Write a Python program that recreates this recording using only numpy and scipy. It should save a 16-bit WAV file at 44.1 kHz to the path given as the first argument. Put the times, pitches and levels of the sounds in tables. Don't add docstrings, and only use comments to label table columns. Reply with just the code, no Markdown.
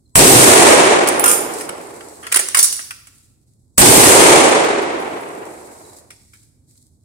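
import sys
import numpy as np
from scipy import signal
from scipy.fft import rfft, irfft, next_fast_len
from scipy.io import wavfile
from scipy.ndimage import uniform_filter1d

SR = 44100
rng = np.random.default_rng(int(sys.argv[2]) if len(sys.argv) > 2 else 0)


def inscribe(sig):
    pcm = np.round(np.clip(np.atleast_2d(sig).T, -1, 1) * 32767)
    wavfile.write(sys.argv[1], SR, pcm.astype(np.int16))


N = 310464


def amp(db):
    return 10 ** (np.asarray(db) / 20)


def read(points, hz):
    f, value = np.transpose(points)
    return np.interp(np.log(hz + 1), np.log(f + 1), value)


def add(mix, s, sound):
    part = mix[:, max(round(s * SR), 0):][:, :sound.shape[-1]]
    part += sound[..., :part.shape[1]]


def colour(points, hz):
    gain = amp(read(points, hz))
    return gain / np.sqrt(np.mean(gain ** 2))


def wobble(size, per_s):
    knots = np.arange(size) * per_s / SR
    return np.interp(knots, np.arange(4096), rng.standard_normal(4096))


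def fade(t, t60):
    return np.exp(-np.log(1000) * t / np.maximum(t60, 1e-3))


# frequency in Hz, left-right correlation.
MIC_LIKENESS = [(50, 0.77), (130, 0.75), (300, .87), (520, 0.022), (800, 0.27), (1350, -.45), (1800, -0.24),
                (2300, 0.19), (3200, -0.075), (16000, 0)]

def diffuse(size):
    a, b = rfft(rng.standard_normal((2, size)))
    likeness = np.clip(read(MIC_LIKENESS, np.fft.rfftfreq(size, 1 / SR)), -1, 1)
    mid, side = a * np.sqrt((1 + likeness) / 2), b * np.sqrt((1 - likeness) / 2)
    return irfft([mid + side, mid - side], size)


# frequency in Hz, left over right in dB.
PORT_BALANCE = [(300, -2), (1000, -2.5), (2000, 0.6), (6800, 0.1), (7900, 5), (9400, -12.5), (10800, -6.5),
                (13000, -2)]

def mic_ports(x):
    size = next_fast_len(N + SR)
    lean_db = read(PORT_BALANCE, np.fft.rfftfreq(size, 1 / SR))
    gain = amp([lean_db / 2, -lean_db / 2])
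    return irfft(rfft(x, size) * gain / np.sqrt((gain ** 2).mean(0)), size)[:, :N]


def noise(points, size):
    return irfft(rfft(diffuse(size)) * colour(points, np.fft.rfftfreq(size, 1 / SR)), size)


def tail(points, t60s, pivot_s, size):
    hz, t, bands = signal.stft(diffuse(size), SR, nperseg=1024)
    bands = bands * colour(points, hz)[:, None] * fade(t - pivot_s, read(t60s, hz)[:, None])
    return signal.istft(bands, SR)[1][:, :size]


def ring(modes, t, detune=0.018):
    draws = rng.random((len(modes), 2, 2, 1))
    shifts = 1 + detune * rng.uniform(-0.8, 1, len(modes))
    return sum(amp(db) * (.5 + share) * fade(t, t60) * np.sin(2 * np.pi * (hz * shift * t + phase))
               for (hz, db, t60), shift, (share, phase) in zip(modes, shifts, draws))


# frequency in Hz, relative level in dB.
RUMBLE_SPECTRUM = [(25, -23), (50, -8.5), (80, -1), (120, -2.5), (180, -14), (250, -11.5), (330, -16.5),
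                   (450, -24), (1500, -44.5), (3000, -82)]

def distant_rumble(level_db=-56, swell_db=.5):
    return noise(RUMBLE_SPECTRUM, N) * amp(level_db + swell_db * wobble(N, per_s=3.6))


# start in seconds, starting pitch in Hz, level in dB.
FAINT_CHIRPS = [(.05, 4300, -62), (5.84, 4070, -51), (5.885, 4120, -51)]

def chirps(length_s=0.025, fall=0.068):
    out, t = np.zeros((2, N)), np.arange(0, length_s, 1 / SR)
    for s, hz, db in FAINT_CHIRPS:
        cycles = hz * t * (1 - fall * t / length_s / 2)
        add(out, s, amp(db) * np.hanning(len(t)) * np.sin(2 * np.pi * cycles))
    return out


def bay_echo(x, wet_db=-8.5, build_s=0.0058):
    t = np.arange(SR) / SR
    hz_db = [(200, 5.5), (1500, -7.0), (5000, 6.0), (9000, -0.5), (15000, -7)]
    hz_t60 = [(300, 1.0), (3000, 0.79), (9000, 0.56), (15000, 0.91)]
    echo = tail(hz_db, hz_t60, pivot_s=0, size=SR) * np.clip(t / build_s, 0, 1) ** 2
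    return amp(wet_db) * signal.fftconvolve(x, echo / np.linalg.norm(echo[0]), axes=1)[:, :N]


# frequency in Hz, relative level in dB.
RUB_SPECTRUM = [(470, -51.5), (800, -20), (1330, -22), (2110, -15.5), (2910, -30.5), (3100, -19.5),
                (3980, -5.5), (6070, -6), (7970, 2.5), (10700, -5), (15600, -17)]
# start in seconds, length in seconds, level in dB.
SHOOTER_MOVES = [(1.493, 0.13, -34.5), (1.745, 1.05, -46), (3.049, 0.21, -59), (3.458, 0.062, -74.5),
                 (4.889, 1.1, -47.5), (6.104, 0.34, -59), (6.665, 0.16, -60.5)]

def rubbing(still_db=-71, attack_s=.03, release_t60=.4, grain_db=1.5, grit_db=9, grit_per_s=16):
    t = np.arange(N) / SR
    motion = np.full(N, amp(still_db))
    for s, length, db in SHOOTER_MOVES:
        rise = np.clip((t - s) / attack_s, 0, 1)
        motion += amp(db) * rise * fade(np.maximum(t - s - length, 0), release_t60)
    cracks = (rng.random(N) < grit_per_s / SR) * rng.random(N)
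    grit = amp(grit_db) * signal.lfilter([1], [1, -np.exp(-1 / (0.0014 * SR))], cracks)
    return noise(RUB_SPECTRUM, N) * (1 + grit) * motion * amp(grain_db * wobble(N, per_s=67))


def resonant(x, depth_db, spacing_hz):
    hz = np.fft.rfftfreq(x.shape[1], 1 / SR)
    heights = np.clip(rng.standard_normal(512), -1.5, 1.5)
    gain = amp(depth_db * np.interp(hz / spacing_hz, np.arange(len(heights)), heights))
    return irfft(rfft(x) * gain / np.sqrt(np.mean(gain ** 2)), x.shape[1])


# frequency in Hz, relative level in dB.
KNOCK_SPECTRUM = [(100, -44.5), (220, -23.5), (440, -11.5), (750, -14), (1150, -4), (1800, -3),
                  (2400, -6.5), (3200, -9), (3900, -19), (5500, -17), (8000, -37)]

def clack(steel_db, body_db, t60, snap, high_modes, low_modes, ring_db=-19, hollow_db=-9):
    size, contact_s = 8192, 0.0033
    t = np.arange(size) / SR
    chatter = amp(2 * wobble(size, per_s=730)) * (1 - np.exp(-t / .0005))
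    envelope = chatter * fade(np.maximum(t - contact_s, 0), t60)
    dull_db = 0.16 * max(-steel_db - 23.5, 0)
    snap = [(hz, db - dull_db * (hz / 11000) ** 2) for hz, db in snap]
    burst = amp(steel_db + 1.5) * noise(snap, size) + amp(body_db) * noise(KNOCK_SPECTRUM, size)
    burst = resonant(burst, depth_db=5.5, spacing_hz=170)
    steel_ring = amp(steel_db + ring_db) * ring(high_modes, t)
    body_ring = amp(body_db + hollow_db) * ring(low_modes, t)
    return burst * envelope + steel_ring + body_ring


# frequency in Hz, relative level in dB.
ACTION_SNAP = [(2350, -41.5), (4000, -14), (5570, -9.5), (6810, -9.5), (7630, -5), (8270, -6), (9480, 2.5),
               (11600, -14), (15700, -14)]
# pitch in Hz, relative level in dB, t60 in seconds.
ACTION_RING = [(5530, -6, 0.22), (6100, -5, 0.18), (7850, -4, 0.52), (8700, -7, .3), (8700, -4.5, 0.33),
               (9500, 2, 0.84), (9200, -4, 0.38)]
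RECEIVER_RING = [(1155, -9, 0.083), (1360, -3.5, 0.18), (1500, -5, .12), (1943, -3, .13),
                 (2170, -7.5, 0.14), (2850, -4.5, 0.061)]

def rifle_clack(steel_db, body_db, t60, ring_db=-19):
    return clack(steel_db, body_db, t60, ACTION_SNAP, ACTION_RING, RECEIVER_RING, ring_db)


def rattle(ticks_per_move=2):
    out = np.zeros((2, N))
    for s, length, db in SHOOTER_MOVES:
        for when in rng.random(ticks_per_move):
            add(out, s + when * length, rifle_clack(steel_db=db + 3, body_db=db - 9, t60=.035))
    return out


# frequency in Hz, relative level in dB.
FLOOR_SNAP = [(2350, -59), (4000, -23), (4280, -32.5), (4890, -17.5), (8360, -4.5), (9210, 3.5),
              (10900, -8.5), (14400, -12), (15700, -23)]
# pitch in Hz, relative level in dB, t60 in seconds.
MAGAZINE_RING = [(5300, -1.5, .09), (5800, -4.5, 0.082), (9080, -25, .12), (9240, 2, .12), (9400, -4, .12)]
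SHELL_RING = [(1030, 4, 0.072), (1212, 3, 0.17), (1388, 4, 0.22), (2205, -12.5, .08), (2780, -1, .08)]

def magazine_drop(start_s=1.239, gap_s=.0183, loss_db=2.0, first_t60=.055, t60_growth=1.62):
    out = np.zeros((2, N))
    for k in range(5):
        steel_db, body_db = -6 - k * loss_db, -15.5 - k * loss_db
        bounce = clack(steel_db, body_db, first_t60 * t60_growth ** k,
                       FLOOR_SNAP, MAGAZINE_RING, SHELL_RING, ring_db=-16.5, hollow_db=-5)
        add(out, start_s + k * gap_s, bounce)
    return out


# start in seconds, level in dB.
CASE_BOUNCES = [(.85, -27), (1.03, -32), (1.196, -9.5), (4.49, -28), (4.64, -28), (4.82, -35), (5.0, -38),
                (5.21, -39)]
# pitch in Hz, relative level in dB, t60 in seconds.
CASE_RING = [(10480, -7, 0.18), (10990, -6, .16), (14880, -8, .12), (14720, -9, .1)]

def spent_cases(tick_t60=0.014):
    out, t = np.zeros((2, N)), np.arange(SR // 4) / SR
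    for s, db in CASE_BOUNCES:
        tinkle = ring(CASE_RING, t, detune=0)
        tick = noise(FLOOR_SNAP, len(t)) * fade(t, tick_t60)
        add(out, s, amp(db) * (tinkle + tick))
    return out


# start in
# seconds, relative steel level in dB, relative body level in dB, t60 in seconds, low cut in Hz.
RELOAD_CLACKS = [(1.073, -14.5, -17, 0.054, 200), (1.086, -9, -22, 0.017, 200),
                 (1.609, -26, -26.5, 0.049, 200), (1.691, -25.5, -25.5, 0.021, 199.5),
                 (2.007, -49, -34, 0.037, 600), (2.229, -48.5, -37.5, 0.41, 150),
                 (2.267, -29.5, -26.5, 0.046, 150), (2.317, -21, -25, 0.084, 200),
                 (2.323, -9.5, -16, .028, 399), (2.343, -9, -19, 0.051, 199), (2.358, -9.5, -12, 0.07, 200),
                 (2.369, -10.5, -16.5, 0.033, 200), (2.391, -15, -21, 0.11, 200),
                 (2.4853, -18, -30.5, .019, 804), (2.546, -11.5, -12.5, 0.096, 1200),
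                 (2.570, -11, -20.5, .18, 300), (2.589, -5.5, -20.5, 0.09, 150),
                 (2.627, -5, -32, .14, 200.5), (2.643, -10, -29.5, .05, 199.5),
                 (2.725, -16.5, -34.5, .04, 200), (2.791, -37, -31.5, .07, 150.6),
                 (2.9074, -28, -26.5, 0.04, 890), (3.070, -40, -48, .05, 201),
                 (6.104, -41.5, -38.5, .1, 1400), (6.333, -47, -47.5, .13, 1400)]

def reload_clacks():
    out = np.zeros((2, N))
    for s, steel_db, body_db, t60, low_cut_hz in RELOAD_CLACKS:
        low_cut = signal.butter(2, low_cut_hz, "high", fs=SR)
        add(out, s, signal.lfilter(*low_cut, rifle_clack(steel_db, body_db, t60, ring_db=-23)))
    return out


# frequency in Hz, relative level in dB.
WOODS_SPECTRUM = [(24, -65), (40, -42), (91, -24.5), (126, -20.5), (224, -12), (368, 3.5), (562, 0.5),
                  (973, -3), (1520, -8), (2220, -9), (2840, -13.5), (5050, -20), (9180, -16.5),
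                  (14000, -54), (15500, -71.5)]
# frequency in Hz, t60 in seconds.
WOODS_DECAY = [(100, 3.8), (350, 2.47), (800, 2.415), (2000, 2.086), (4500, 1.55), (9000, 1.08),
               (14000, 0.54)]

def woods_roll(t, gain_db=-10, swell_s=0.2, farthest_s=2.32, clump_db=1.5):
    swell = (1 - np.exp(-(t / swell_s) ** 2)) / (1 + np.exp((t - farthest_s) / 0.097))
    echoes = tail(WOODS_SPECTRUM, WOODS_DECAY, pivot_s=0.74, size=len(t))
    return amp(gain_db) * swell * echoes * amp(clump_db * wobble(len(t), per_s=110))


# frequency in Hz, relative level in dB.
BLAST_SPECTRUM = [(24, -30.5), (40, -7.5), (114, 0.5), (387, -8), (686, -3.5), (1190, -9.5), (2330, -10.5),
                  (4460, -14), (7160, -8.5), (8110, 1), (11200, -9), (15500, -18)]
WALL_SPECTRUM = [(30, -22.5), (70, -9), (150, 0), (195, -9.5), (270, 1.5), (380, -2.5), (500, -2.5),
                 (850, -3.5), (1300, -10.5), (3500, -12), (6700, -11.5), (9000, -8.5), (11400, -21.5),
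                 (15600, -33.5)]
BOOM_SPECTRUM = [(60, -28), (150, -12), (200, -9.5), (280, -3.5), (380, 6), (570, -10.5), (900, -18),
                 (2000, -51)]
# delay in seconds, relative level in dB, t60 in seconds.
WALL_RETURNS = [(.033, 3.5, 0.93), (.195, -6.5, 0.68)]

def rifle_shot(push_db=18, push_s=0.00041, blast_db=16, walls_db=11, boom_db=7, boom_delay_s=.036):
    size = 5 * SR // 2
    t = np.arange(size) / SR
    push = amp(push_db) * (1 - t / push_s) * np.exp(-t / push_s)
    near = amp(blast_db) * noise(BLAST_SPECTRUM, size) * fade(t, t60=0.76)
    for delay, db, t60 in WALL_RETURNS:
        slap = noise(WALL_SPECTRUM, size) * fade(t, t60) * np.clip(t / 0.0032, 0, 1)
        add(near, delay, amp(walls_db + db) * slap)
    boom = noise(BOOM_SPECTRUM, size) * fade(t, t60=1.36) * np.clip(t / 0.019, 0, 1)
    add(near, boom_delay_s, amp(boom_db) * boom)
    return push + near + woods_roll(t)


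# start in seconds, relative level in dB.
SHOTS_FIRED = [(0.1556, 0.5), (3.78, 0)]

def scene(hammer_lead_s=.0045):
    shots = np.zeros((2, N))
    for s, db in SHOTS_FIRED:
        add(shots, s, amp(db) * rifle_shot())
    small = reload_clacks() + magazine_drop()
    for s, _ in SHOTS_FIRED:
        add(small, s - hammer_lead_s, rifle_clack(steel_db=-18.5, body_db=-35, t60=.03))
    small += spent_cases() + chirps() + rattle()
    return mic_ports(shots + small + bay_echo(small) + rubbing() + distant_rumble())


def record(dry, limit_db=-4.5, recover_db_per_s=170, knee=9.2, top_hz=15850):
    power = uniform_filter1d((dry ** 2).mean(0), size=260)
    power_db = 10 * np.log10(abs(power) + 1e-12)
    recovery_db = np.arange(N) * recover_db_per_s / SR
    peak_db = np.maximum.accumulate(power_db + recovery_db) - recovery_db
    over_db = np.maximum(peak_db - limit_db, 0)
    held = dry / amp(np.concatenate([np.zeros(130), over_db])[:N])
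    clipped = held / (1 + abs(held) ** (2 * knee)) ** (1 / (2 * knee))
    low_pass = signal.firwin(511, top_hz, window=("kaiser", 8), fs=SR)
    return signal.oaconvolve(clipped, low_pass[None], "same")


dry = scene()
out = record(dry)
inscribe(out)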